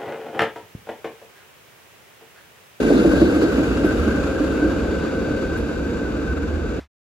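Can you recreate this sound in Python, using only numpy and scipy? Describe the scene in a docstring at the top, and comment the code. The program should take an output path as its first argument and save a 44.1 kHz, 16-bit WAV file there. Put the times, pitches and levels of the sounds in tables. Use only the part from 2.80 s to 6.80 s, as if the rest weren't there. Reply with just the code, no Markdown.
"""A city street, at the kerb: a streetcar rolls past a phone and away between the house fronts.
Rough rails force the trucks and the car body into vibration, heard as a rumble with dull knocks.
The gears whine with a wobble at each wheel turn, a faint motor note sinks, and steel rubbing on steel
hisses and scrapes. Traffic drones underneath."""
import sys
import numpy as np
from scipy import signal
from scipy.fft import rfft, irfft
from scipy.io import wavfile
from scipy.ndimage import map_coordinates

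SR = 44100
rng = np.random.default_rng(int(sys.argv[2]) if len(sys.argv) > 2 else 0)


def to_wav(s):
    """Save 16-bit WAV."""
    ch = np.atleast_2d(s).T  # columns
    pcm = np.round(np.clip(ch, -1, 1) * 32767)  # PCM
    wavfile.write(sys.argv[1], SR, pcm.astype(np.int16))


N = 176400

# The car moving off. Each row: time in seconds, then relative levels in dB of rumble, roar and hiss.
PASSAGE = [(0, -18.5, -35, -37.5), (.4, -19, -35, -39), (.85, -21.5, -34.5, -40), (1.4, -23, -35.5, -41.5),
           (2.1, -23.5, -37.5, -43.5), (2.7, -26, -40, -44.5), (3.5, -27, -40.5, -47), (4, -28, -41.5, -47)]
# The phone's two microphone ports. Each row: frequency in Hz, coherence from 0 to 1,
# left minus right level in dB, phase lead of the right in radians.
MIC_PORTS = [(60, 1, -2.5, -0.18), (170, 0.92, -1.5, -0.052), (328, 0.83, -0.6, 0.069),
             (576, 0.77, 1.7, -0.42), (766, 0, 2.5, 1.24), (1130, 0.64, 1, -0.36), (1470, 1, 0, -0.55),
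             (1455, 0.3, 2.5, -0.4), (1780, 0, 2, 0.31), (2440, 0.75, 0, 0.54), (3110, 0.67, 5, -0.77),
             (4070, 0.56, 0.5, 0.98), (5700, 0, -.6, -0.54), (12000, 0.3, 0, -0.72)]


def undb(db):
    """Decibels to amplitude ratio."""
    return 10 ** (np.asarray(db) / 20)


def unit(x):
    """Normalisation to rms 1."""
    return x / np.sqrt(np.mean(x ** 2))


def curve(table, index=1):
    """Linear interpolation of one column of a time table at every sample."""
    rows = np.array(table, float)
    return np.interp(np.arange(N) / SR, rows[:, 0], rows[:, index])


def by_hz(table, index=1):
    """Interpolation of one column of a spectrum table over log frequency, at every bin."""
    rows = np.array(table, float)
    hz = np.maximum(np.fft.rfftfreq(N, 1 / SR), 1)
    return np.interp(np.log(hz), np.log(rows[:, 0]), rows[:, index])


def walk(rate_hz):
    """Low-passed noise: a smooth random wander of rms 1."""
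    hz = np.fft.rfftfreq(N, 1 / SR)
    return unit(irfft(rfft(rng.standard_normal(N)) * np.exp(-(hz / rate_hz) ** 2), N))


def swell(centre_s, half_length_s):
    """A Gaussian envelope with peak 1."""
    return np.exp(-((np.arange(N) / SR - centre_s) / half_length_s) ** 2)


def port_noise():
    """Partial coherence: noise at the two ports, alike in the bass and less so in the treble."""
    coherence = np.clip(by_hz(MIC_PORTS), 0, 1)
    mid, side = rfft(rng.standard_normal((2, N))) * np.sqrt(np.array([1 + coherence, 1 - coherence]) / 2)
    return irfft(np.array([mid + side, mid - side]), N)


def shaken(spectrum, force_db, wide=0):
    """Forced vibration: a random force shaped by a spectrum, rms 1. A wide source loses coherence."""
    force = np.sqrt(1 - wide) * port_noise() + np.sqrt(wide) * rng.standard_normal((2, N))
    return unit(irfft(rfft(force * undb(force_db)) * undb(by_hz(spectrum)), N))


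def resonance(centre_hz, width_hz):
    """A resonance passes a narrow band of a random force, rms 1."""
    detuning = (np.fft.rfftfreq(N, 1 / SR) - centre_hz) / width_hz
    return unit(irfft(rfft(port_noise()) / (1 + 1j * detuning) ** 2, N))


def street(x, wet_db, t60_s=1):
    """Reverberation: the direct sound plus echoes scattered by the house fronts."""
    t = np.arange(N) / SR
    tail = port_noise() * np.exp(-np.log(1000) * t / t60_s)
    tail /= np.sqrt(np.sum(tail ** 2) / 2)
    return x + undb(wet_db) * signal.fftconvolve(x[None], tail, axes=1)[:, :N]


def body_rumble():
    """Structure-borne sound: rough rails shake the car body, which radiates a low rumble."""
    # Each row: frequency in Hz, relative spectral level in dB.
    spectrum = [(25, -43), (60, -27), (120, -19.5), (170, -11), (230, -4.5), (300, -1), (370, -7.5),
                (470, -5), (570, -14), (700, -18), (900, -24.5), (1500, -79)]
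    return shaken(spectrum, force_db=0) * undb(curve(PASSAGE) + 1)


def rail_roar(contact):
    """Roughness excitation: wheels and rails roar under the uneven contact force."""
    # Each row: frequency in Hz, relative spectral level in dB.
    spectrum = [(400, -18.5), (700, -15.5), (950, -2.5), (1200, 0.5), (1480, 4), (1620, 0), (1780, -9.5),
                (2100, -41), (3500, -68)]
    return shaken(spectrum, force_db=1.6 * contact) * undb(curve(PASSAGE, index=2) + 1.65)


def tread_hiss(contact):
    """Friction noise: the treads hiss on the rail, modulated by the contact force."""
    # Each row of both: frequency in Hz, relative spectral level in dB.
    hiss_spectrum = [(1200, -9), (1900, -0.5), (2300, 0), (2700, 2), (3150, -6), (3750, -3), (4150, -9),
                     (4550, -4.5), (5200, -10.5), (6100, -11.5), (6950, -8.5), (8200, -17.5), (10000, -113),
                     (14000, -30)]
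    sizzle_spectrum = [(5000, -22), (7500, -7), (10000, -1), (11400, 0), (12300, -3), (13300, -22),
                       (16000, -24)]
    grit_db = 0.86 * contact + 0.2 * walk(19)
    alongside = swell(1.27, 0.58)  # the source is widest with one truck on either side
    hiss = shaken(hiss_spectrum, grit_db, wide=alongside) * undb(curve(PASSAGE, index=3) + 2.5)
    sizzle = shaken(sizzle_spectrum, grit_db) * undb(-49 - 4.2 * np.arange(N) / SR)
    return hiss + sizzle


def body_boom():
    """Resonance of the hollow body, which booms while the car is close."""
    return resonance(centre_hz=200, width_hz=26) * undb(-27.5) * swell(.33, .3)


def gear_whine():
    """Frequency and amplitude modulation: a rough whine wobbles and swells about once a wheel turn."""
    # Each row: time in seconds, base level in dB.
    levels = [(0, -40), (1.35, -41), (2.5, -41.5), (4, -47)]
    # Each row: time of a swell in seconds, rise in dB.
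    swells = [(.08, 6), (.37, 6), (.68, 5.5), (1.07, 5.2), (1.32, 6.5), (1.57, 3.5), (1.84, 7.5), (2.24, 5),
              (2.499, 2.5), (2.74, 5), (2.9, 3), (3.22, 3.5), (3.5, 6)]
    gear_hz, sag_hz_per_s, wheel_hz, wobble_hz, jitter_hz = 1558, 4, 3.3, 12, 33
    t = np.arange(N) / SR
    wobble = wobble_hz * np.sin(2 * np.pi * wheel_hz * t)
    hz = gear_hz - sag_hz_per_s * t + wobble + jitter_hz * walk(55)
    swell_db = sum(rise * swell(at, 0.044) for at, rise in swells)
    flutter_db = 3.5 * walk(76)
    tone = unit(np.sin(2 * np.pi * np.cumsum(hz) / SR))
    return street(tone * undb(curve(levels) + swell_db + flutter_db), wet_db=-4.5)


def motor_note():
    """A faint tone, roughened by random modulation, sinks and swells as the rear truck goes by."""
    # Each row: time in seconds, frequency in Hz, level in dB.
    note = [(0, 563, -46), (.8, 556, -41), (1.6, 534.7, -31), (2.6, 528.7, -33), (3.0, 537, -51),
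            (4, 547, -68)]
    hz = curve(note) + 7 * walk(44.3)
    db = curve(note, index=2) + 2 * walk(28)
    return street(np.sin(2 * np.pi * np.cumsum(hz) / SR) * undb(db), wet_db=-4.5)


def traffic():
    """Superposition: traffic merges into a deep drone, with one throbbing engine standing out."""
    # Each row: time in seconds, level in dB.
    drone_levels = [(0, -30), (.25, -29), (.32, -26), (.6, -29.5), (.95, -26.5), (1.4, -28.5), (2.8, -27.5),
                    (2.92, -32), (3.2, -28), (4, -29.5)]
    # Each row: frequency in Hz, relative spectral level in dB.
    drone_spectrum = [(22, -38), (32, -4), (45, 3), (62, 11), (74, 5.5), (88, 4), (125, -1), (200, -1),
                      (400, -68)]
    # Each row: time in seconds, frequency in Hz, level in dB.
    engine_note = [(1.05, 69, -45), (1.18, 69, -26), (1.35, 69, -35), (3.42, 67, -44), (3.5, 68, -27.5),
                   (3.8, 74, -26.5), (3.87, 70, -36)]
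    hz = curve(engine_note) + 4 * walk(11)
    engine = unit(np.sin(2 * np.pi * np.cumsum(hz) / SR)) * undb(curve(engine_note, index=2))
    return shaken(drone_spectrum, force_db=0) * undb(curve(drone_levels)) + engine


def wheel_knocks():
    """Impacts at joints and dents ring the truck's modes, Doppler-shifted down as the car recedes."""
    # Each row: start in seconds, relative peak level in dB.
    impacts = [(0.103, -2), (0.166, -7.5), (0.188, -9.5), (0.246, -0.5), (0.266, -8), (0.334, -7.5),
               (0.374, -9), (0.416, 0), (0.428, -4.5), (0.561, -5), (0.624, -6), (0.643, -6.5), (0.782, -6),
               (0.804, -10), (1.043, -2.5), (1.049, -4.5), (1.257, -10.5), (1.272, -9.5), (1.601, -9),
               (1.826, -8), (1.844, -7), (2.234, -15.5), (2.375, -20), (2.485, -13), (2.505, -13),
               (2.778, -18), (3.055, -16), (3.116, -16.5), (3.215, -14.5), (3.34, -20)]
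    # Each row: frequency in Hz, relative level in dB, time to decay by 60 dB in seconds.
    truck_modes = [(201, -7, 0.14), (246, 3, 0.11), (298, 13.5, 0.084), (320.6, 10, 0.12), (366, -8, 0.13),
                   (464, -6, 0.055), (560, -0.5, 0.054)]
    chatter_s, contact_hz, doppler_per_s = 0.014, 708, 0.03
    t = np.arange(SR // 4) / SR
    track = np.zeros(N + len(t))
    soft_contact = np.vstack([signal.butter(2, [120, contact_hz], "bandpass", fs=SR, output="sos")] * 2)
    for start, db in impacts:
        force = 0.079 * rng.standard_normal(len(t)) * np.exp(-t / chatter_s)
        force[0] = 1  # the blow itself, ahead of its chatter
        ring = np.zeros(len(t))
        for hz, mode_db, t60 in truck_modes:
            shifted_hz = hz * (1 - doppler_per_s * start + 0.015 * rng.standard_normal())
            ring += undb(mode_db) * np.cos(2 * np.pi * shifted_hz * t) * np.exp(-np.log(1000) * t / t60)
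        knock = signal.sosfilt(soft_contact, signal.fftconvolve(force, ring)[:len(t)])
        i = int(start * SR)
        track[i:i + len(t)] += knock / np.abs(knock).max() * undb(db - 1.5)
    return street(track[:N], wet_db=-7.5)


def wheel_scrapes():
    """Friction between wheel and rail excites steel resonances in swells."""
    # Each row: centre and half length in seconds, level in dB, frequency and width in Hz.
    scrapes = [(0.178, 0.035, -40.5, 4000, 600), (0.415, 0.074, -40.5, 4000, 750),
               (0.637, 0.032, -40, 4180, 915), (1.0, 0.22, -46.5, 2780, 137),
               (1.764, 0.061, -50, 2680, 140.5), (2.8, .07, -52.5, 2600, 140),
               (2.23, 0.035, -51, 3820, 280), (2.3, .7, -60, 4620, 130), (2.595, 0.81, -61, 3800, 131)]
    return sum(resonance(hz, width) * undb(db) * swell(at, half) for at, half, db, hz, width in scrapes)


def metal_ticks(decay_s=.02):
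    """Damped resonance: two thin metallic ticks start abruptly and decay exponentially."""
    t = np.arange(N) / SR

    def tick(start_s, db, hz, width_hz):
        envelope = (t > start_s) * np.exp(-np.abs(t - start_s) / decay_s)
        return resonance(hz, width_hz) * undb(db) * envelope

    return tick(1.055, db=-46, hz=11330, width_hz=130) + tick(2.773, db=-50, hz=10400, width_hz=1500)


def scene():
    """Arrival-time difference: the car crosses from right to left, so the lag between the ports reverses."""
    # Each row: time in seconds, delay at the left port in milliseconds.
    left_delay = [(0, 0.23), (.9, 0.15), (1.8, -0.016), (2.8, -0.068), (4, -0.074)]
    contact = walk(rate_hz=51)  # one uneven contact force for rails and treads
    rolling = body_rumble() + rail_roar(contact) + tread_hiss(contact) + body_boom()
    left, right = rolling + wheel_knocks() + wheel_scrapes() + motor_note() + metal_ticks()
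    lag_samples = curve(left_delay) * SR / 1000
    left = map_coordinates(left, [np.arange(N) - lag_samples], mode="mirror")
    return np.array([left, right]) + gear_whine() + traffic()


def record(dry):
    """Filtering and saturation: the phone colours each port, rounds peaks and cuts deep bass and top."""
    edge_s, ceiling, bottom_hz, top_hz = .004, .9, 32, 15700
    t = np.arange(N) / SR
    fade = np.clip(np.minimum(t, t[::-1]) / edge_s, 0, 1)
    # Each port takes half of the level and phase difference.
    half = undb(by_hz(MIC_PORTS, index=2) / 2) * np.exp(-.5j * by_hz(MIC_PORTS, index=3))
    ports = irfft(rfft(dry * fade) * np.array([half, 1 / half]), N)
    ports = signal.sosfilt(signal.butter(4, bottom_hz, "highpass", fs=SR, output="sos"), ports)
    ports = ports / (1 + (ports / ceiling) ** 6) ** (1 / 6)
    return signal.sosfilt(signal.ellip(8, .2, 70, top_hz, fs=SR, output="sos"), ports)


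dry = scene()
out = record(dry)
to_wav(out)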